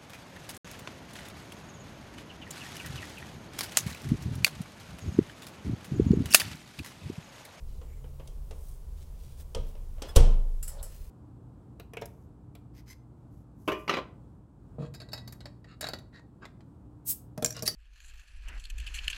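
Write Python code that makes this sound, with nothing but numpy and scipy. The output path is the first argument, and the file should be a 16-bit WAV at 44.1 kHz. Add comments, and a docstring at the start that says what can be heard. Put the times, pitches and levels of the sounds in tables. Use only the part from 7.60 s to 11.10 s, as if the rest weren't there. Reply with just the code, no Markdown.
"""A kitchen, close up on a dishwasher door being swung up and pushed shut.
Hinges and racks knock lightly, the springs groan, the door meets the tub and the seal squeaks.
Then the big hit: the latch snaps home, the steel panel rings and the whole cabinet rocks.
Three bright clicks follow. Under it all sits a bed of air, low rumble and appliance hum."""
import sys
import numpy as np
from scipy import signal
from scipy.fft import rfft, irfft
from scipy.io import wavfile
from scipy.ndimage import uniform_filter1d

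SR = 44100
rng = np.random.default_rng(int(sys.argv[2]) if len(sys.argv) > 2 else 0)


def dump_mix(stems):
    """Bounce the given channels to the path in sys.argv[1] as a 16-bit WAV at rate SR."""
    frames = np.atleast_2d(stems).T  # one column per channel
    limited = np.clip(frames, -1, 1)  # hard clip at full scale
    pcm = np.round(limited * 32767).astype(np.int16)
    wavfile.write(sys.argv[1], SR, pcm)


N = 154350

# EQ curves of the room's air and low rumble (frequency [Hz], level [dB])
AIR_EQ = [(60, -3), (170, 1.5), (300, -7.5), (470, -4.5), (700, -13), (1000, -13.5), (1800, -27),
          (4000, -28), (10000, -26), (16000, -28)]
RUMBLE_EQ = [(10, -10), (27, 3.5), (40, 0.5), (55, -5.5), (72, -3), (95, -18.5), (130, -14.5), (170, -23.5),
             (300, -56.5)]
# appliance hum (frequency [Hz], level [dB])
HUM_TONES = [(73, -49.5), (131, -66)]
# hand and door brushing (centre time [s], half length [s], level [dB], band centre [Hz], width [octaves])
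BRUSH_CUES = [(0.13, 0.052, -69.5, 3700, 0.96), (1.06, 0.11, -62, 9500, 1.1), (1.42, 0.056, -65, 3570, 2),
              (1.67, 0.11, -66, 4440, 1.7), (1.806, 0.023, -55.5, 6900, 4),
              (2.086, 0.033, -63.5, 9000, 2.5), (2.497, 0.018, -58.5, 9000, 0.76),
              (2.476, 0.085, -57, 790, 0.61), (3.18, 0.075, -55, 670, 0.4), (3.362, 0.11, -60, 9400, 6.5)]
# door knocks (time [s], crack level [dB], crack high cut [Hz], clatter level [dB])
KNOCK_CUES = [(0.214, -55.5, 3000, -51), (.441, -62, 2500, -51.5), (.597, -52.5, 2300, -48),
              (.674, -46.5, 10800, -58), (.909, -47, 7300, -46.5), (1.948, -34, 5200, -38),
              (2.152, -56, 3000, -53.5), (2.382, -62, 2990, -52.5), (2.42, -32, 5560, -37.5),
              (2.5521, -46, 11000, -47), (2.558, -29.5, 14000, -39.5), (2.5611, -17, 13600, -32),
              (2.5669, -24.5, 8500, -23)]
# EQ curves of a knock's two layers (frequency [Hz], level [dB])
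CRACK_EQ = [(900, -6), (2000, -15), (2600, -4.5), (3300, 2), (4400, -3), (5600, 0.5), (7000, -3),
            (9200, 0.5), (12500, -5), (16000, -8.5)]
CLATTER_EQ = [(90, -19), (200, -4.5), (350, -1), (480, 2.5), (750, -6.5), (1150, -11), (1700, -20),
              (3000, -17), (8000, -72)]
# the kitchen's reverb tail (frequency [Hz], T60 [s])
REVERB_DECAY = [(150, 0.55), (600, 0.65), (3000, 0.47), (7000, 0.33), (13000, 0.16)]
# pitch curve of the hinge squeal (time [s], pitch [Hz])
SQUEAL_CURVE = [(.215, 6900), (.252, 7850), (.305, 7000), (.355, 7850), (.395, 7000)]
# rasping rubs (centre time [s], half length [s], level [dB], pitch [Hz])
RUB_CUES = [(0.332, 0.067, -67, 2150), (3.19, 0.066, -52, 560), (3.197, 0.015, -54.5, 3850)]
# heavy hits (time [s], cabinet level [dB], cabinet push [s], panel level [dB], panel contact [s])
THUD_CUES = [(1.950, -27, 0.012, -40.5, 0.0046), (1.9657, -44, .01, -36, 0.0026),
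             (.911, -58, .01, -47, .003), (2.5594, -9, 0.0068, -22, 0.0026),
             (2.5745, -42, .005, -28, 0.0015)]
# modes of the cabinet, steel door panel and latch (frequency [Hz], relative level [dB], T60 [s])
CABINET_MODES = [(26.79, 3, 1.184), (45.6, 9.5, 0.13), (70.8, -1, 0.26), (113.1, -14.5, 0.64),
                 (130.1, -14, 0.45), (190.7, -24.5, 0.73), (217.6, -24.5, 0.46)]
PANEL_MODES = [(459, -9.5, 0.38), (475, 4.5, 0.063), (514, 2.5, 0.12), (640, -11.5, 0.18),
               (736, -22.5, 0.4), (938, -20.5, 0.3), (960, -32, 0.44), (1020, -37, 0.36), (1232, -13, 0.14)]
LATCH_MODES = [(3265, -2, .11), (3500, -6, .1), (4700, -11, 0.18), (5600, -9, 0.1), (6530, -3, .15),
               (8300, -6, 0.09), (9389, 13, 0.062)]
# harmonics 1-3 of the seal's squeak (level [dB])
SQUEAK_HARMONICS = [-57.5, -50, -50.5]
# clicks once the door is shut (time [s], level [dB], ring pitch [Hz])
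CLICK_CUES = [(3.027, -37.5, 7100), (3.078, -37.5, 7600), (3.227, -39.5, 7660)]
# EQ curve of a click's snap (frequency [Hz], level [dB])
CLICK_EQ = [(1200, -12.5), (2500, -11), (3600, -15), (5200, -5.5), (6400, -11.5), (7700, 5), (8900, -4),
            (10000, 5), (11500, -0.5), (16000, -3)]
# modes of the clicking part (frequency [multiple of ring pitch], relative level [dB])
CLICK_PARTIALS = [(.39, -14.5), (.698, -14), (1., -0.5), (1.03, 0.5), (1.1, -2), (1.19, -9), (1.285, -3),
                  (1.326, 0), (1.63, -8), (1.71, -3)]

ATTACK_S, REVERB_BUILD_S = 0.00073, 0.004
GRAIN_DB = 2.5  # fast level flutter of brushes and rubs


def undb(db):
    """Decibels to gain."""
    return 10 ** (np.asarray(db) / 20)


def along(points, hz):
    """Read a (frequency [Hz], value) curve on a log-frequency axis."""
    corners, values = np.array(points, float).T
    return np.interp(np.log(hz), np.log(corners), values)


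def freqs():
    """Frequencies of the spectrum bins, in Hz."""
    return np.maximum(np.arange(N // 2 + 1) * SR / N, 1)


def noise(eq_db):
    """Noise shaped by an EQ curve, at rms 1."""
    shaped = irfft(rfft(rng.standard_normal(N)) * undb(eq_db), N)
    return shaped / shaped.std()


def wobble(rate_hz):
    """Smooth random modulation with a spread of 1."""
    hold = int(SR / rate_hz)
    steps = np.repeat(rng.standard_normal(N // hold + 1), hold)
    smooth = uniform_filter1d(uniform_filter1d(steps, hold), hold)[:N]
    return smooth / smooth.std()


def ragged(hz, spacing_hz=90, spread_db=3):
    """EQ ripple in dB: the uneven strengths of an object's many small modes."""
    modes = np.arange(0, SR / 2, spacing_hz)
    return spread_db * np.interp(hz, modes, rng.standard_normal(len(modes)))


def tone(hz):
    """Sine oscillator following a pitch curve."""
    return np.sin(2 * np.pi * np.cumsum(hz) / SR)


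def fade(age, t60):
    """Exponential decay, 60 dB down after t60 seconds."""
    return np.exp(-np.log(1000) * age / t60)


def swell(t, centre_s, half_s):
    """Bell-shaped envelope."""
    return np.exp(-((t - centre_s) / half_s) ** 2)


def burst(t, start, eq_db, t60, reverb_db):
    """Dense modes struck at once: a quick decay, then the kitchen's tail, shorter in the treble."""
    first = int(start * SR)
    age, out = t[:SR], np.zeros(N + SR)
    spectrum = rfft(noise(eq_db)[:SR])
    hz = np.maximum(np.arange(SR // 2 + 1), 1)
    attack = 1 - np.exp(-age / ATTACK_S)
    corners = [corner for corner, _ in REVERB_DECAY]
    for share, (_, reverb_t60) in zip(np.eye(len(corners)), REVERB_DECAY):
        band = irfft(spectrum * along(list(zip(corners, share)), hz), SR)
        tail = undb(reverb_db) * fade(age, reverb_t60) * (1 - np.exp(-age / REVERB_BUILD_S))
        out[first:first + SR] += band * np.hypot(fade(age, t60), tail) * attack
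    return out[:N]


def ring(t, start, modes, contact_s):
    """Modes pushed inward over the contact time and left to ring."""
    age = np.maximum(t - start, 0)
    attack = 1 - np.exp(-(age / contact_s) ** 2)
    return -attack * sum(undb(db) * np.sin(2 * np.pi * hz * age) * fade(age, t60)
                         for hz, db, t60 in modes)


def room(drift_hz=3.064):
    """The bed: steady air, a low rumble and a wavering appliance hum."""
    air = undb(-59) * noise(along(AIR_EQ, freqs()))
    rumble = undb(-41) * noise(along(RUMBLE_EQ, freqs()))
    hum = sum(undb(db) * tone(hz + drift_hz * wobble(20)) for hz, db in HUM_TONES)
    return air + rumble + hum


def brushes(t):
    """Hand and door slide lightly: soft swells of grainy noise."""
    hz, out = freqs(), 0
    grain = undb(GRAIN_DB * wobble(900) + 2 * wobble(70))
    for centre_s, half_s, db, band_hz, octaves in BRUSH_CUES:
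        band_db = -20 * np.log10(1 + (np.log2(hz / band_hz) / octaves) ** 2)
        out += undb(db) * swell(t, centre_s, half_s) * noise(band_db + ragged(hz))
    return grain * out


def knocks(t):
    """Each contact layers a hard crack of plastic and steel over a low clatter of the door."""
    hz, out = freqs(), 0
    crack_eq = along(CRACK_EQ, hz) + ragged(hz)
    clatter_eq = along(CLATTER_EQ, hz)
    for start, crack_db, cutoff_hz, clatter_db in KNOCK_CUES:
        high_cut_db = -10 * np.log10(1 + (hz / cutoff_hz) ** 4)
        out += undb(crack_db) * burst(t, start, crack_eq + high_cut_db, t60=0.037, reverb_db=-17.5)
        out += undb(clatter_db) * burst(t, start, clatter_eq, t60=0.12, reverb_db=-8.5)
    return out


def hinges(t, groan_s=0.533, rise_hz_per_s=14.06):
    """The hinges work as the door swings: a faint low groan from the springs and a thin squeal."""
    groan_hz = 133.1 + rise_hz_per_s * (t - groan_s) + 1.04 * wobble(16.8)
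    groan = undb(-49.5) * swell(t, groan_s, half_s=0.32) * tone(groan_hz)
    squeal_hz = np.interp(t, *np.array(SQUEAL_CURVE).T) + 90 * wobble(700)
    squeal_db = -74.5 + 4 * wobble(300)
    squeal = undb(squeal_db) * swell(t, centre_s=0.31, half_s=0.13) * tone(squeal_hz)
    return groan + squeal


def rubs(t, jitter=0.13):
    """Uneven stick and slip gives short, raspy tones."""
    out = 0
    for centre_s, half_s, db, hz in RUB_CUES:
        envelope = undb(db + GRAIN_DB * wobble(200)) * swell(t, centre_s, half_s)
        out += envelope * tone(hz * (1 + jitter * wobble(2500)))
    return out


def thuds(t, lag_s=0.0043):
    """The weight of the door: the struck panel rings, and a moment later the cabinet rocks and booms."""
    out = 0
    for start, cabinet_db, push_s, panel_db, contact_s in THUD_CUES:
        out += undb(panel_db) * ring(t, start, PANEL_MODES, contact_s)
        out += undb(cabinet_db) * ring(t, start + lag_s, CABINET_MODES, push_s)
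    return out


def seal_squeak(t, jitter=0.004):
    """The seal sticks and slips as it is squeezed: one short chirp."""
    pitch_hz = 1706 * (1 + jitter * wobble(600))
    harmonics = sum(undb(db) * tone(k * pitch_hz) for k, db in enumerate(SQUEAK_HARMONICS, 1))
    return swell(t, centre_s=2.499, half_s=0.012) * harmonics


def latch(t, start_s=2.5615):
    """The steel latch snaps home with a bright ring."""
    return undb(-40) * ring(t, start_s, LATCH_MODES, ATTACK_S)


def clicks(t, ping_db=-5.5):
    """A small hard part snaps and pings briefly in the treble."""
    hz, out = freqs(), 0
    snap_eq = along(CLICK_EQ, hz) + ragged(hz)
    for start, db, pitch_hz in CLICK_CUES:
        snap = burst(t, start, snap_eq, t60=0.063, reverb_db=-4.5)
        modes = [(pitch_hz * ratio, mode_db, 0.1) for ratio, mode_db in CLICK_PARTIALS]  # T60 0.1 s
        ping = undb(ping_db) * ring(t, start, modes, ATTACK_S)
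        out += undb(db) * (snap + ping)
    return out


def scene():
    """The mono mix: room bed, impacts and friction."""
    t = np.arange(N) / SR
    bed = room()
    impacts = knocks(t) + thuds(t) + latch(t) + clicks(t)
    friction = seal_squeak(t) + rubs(t) + hinges(t) + brushes(t)
    return (bed + impacts + friction)[None]


def record(dry, cutoff_hz=15800):
    """A steep high cut trims the very top of the mix."""
    return signal.sosfilt(signal.ellip(10, 0.2, 80, cutoff_hz, fs=SR, output="sos"), dry)


dry = scene()
out = record(dry)
dump_mix(out)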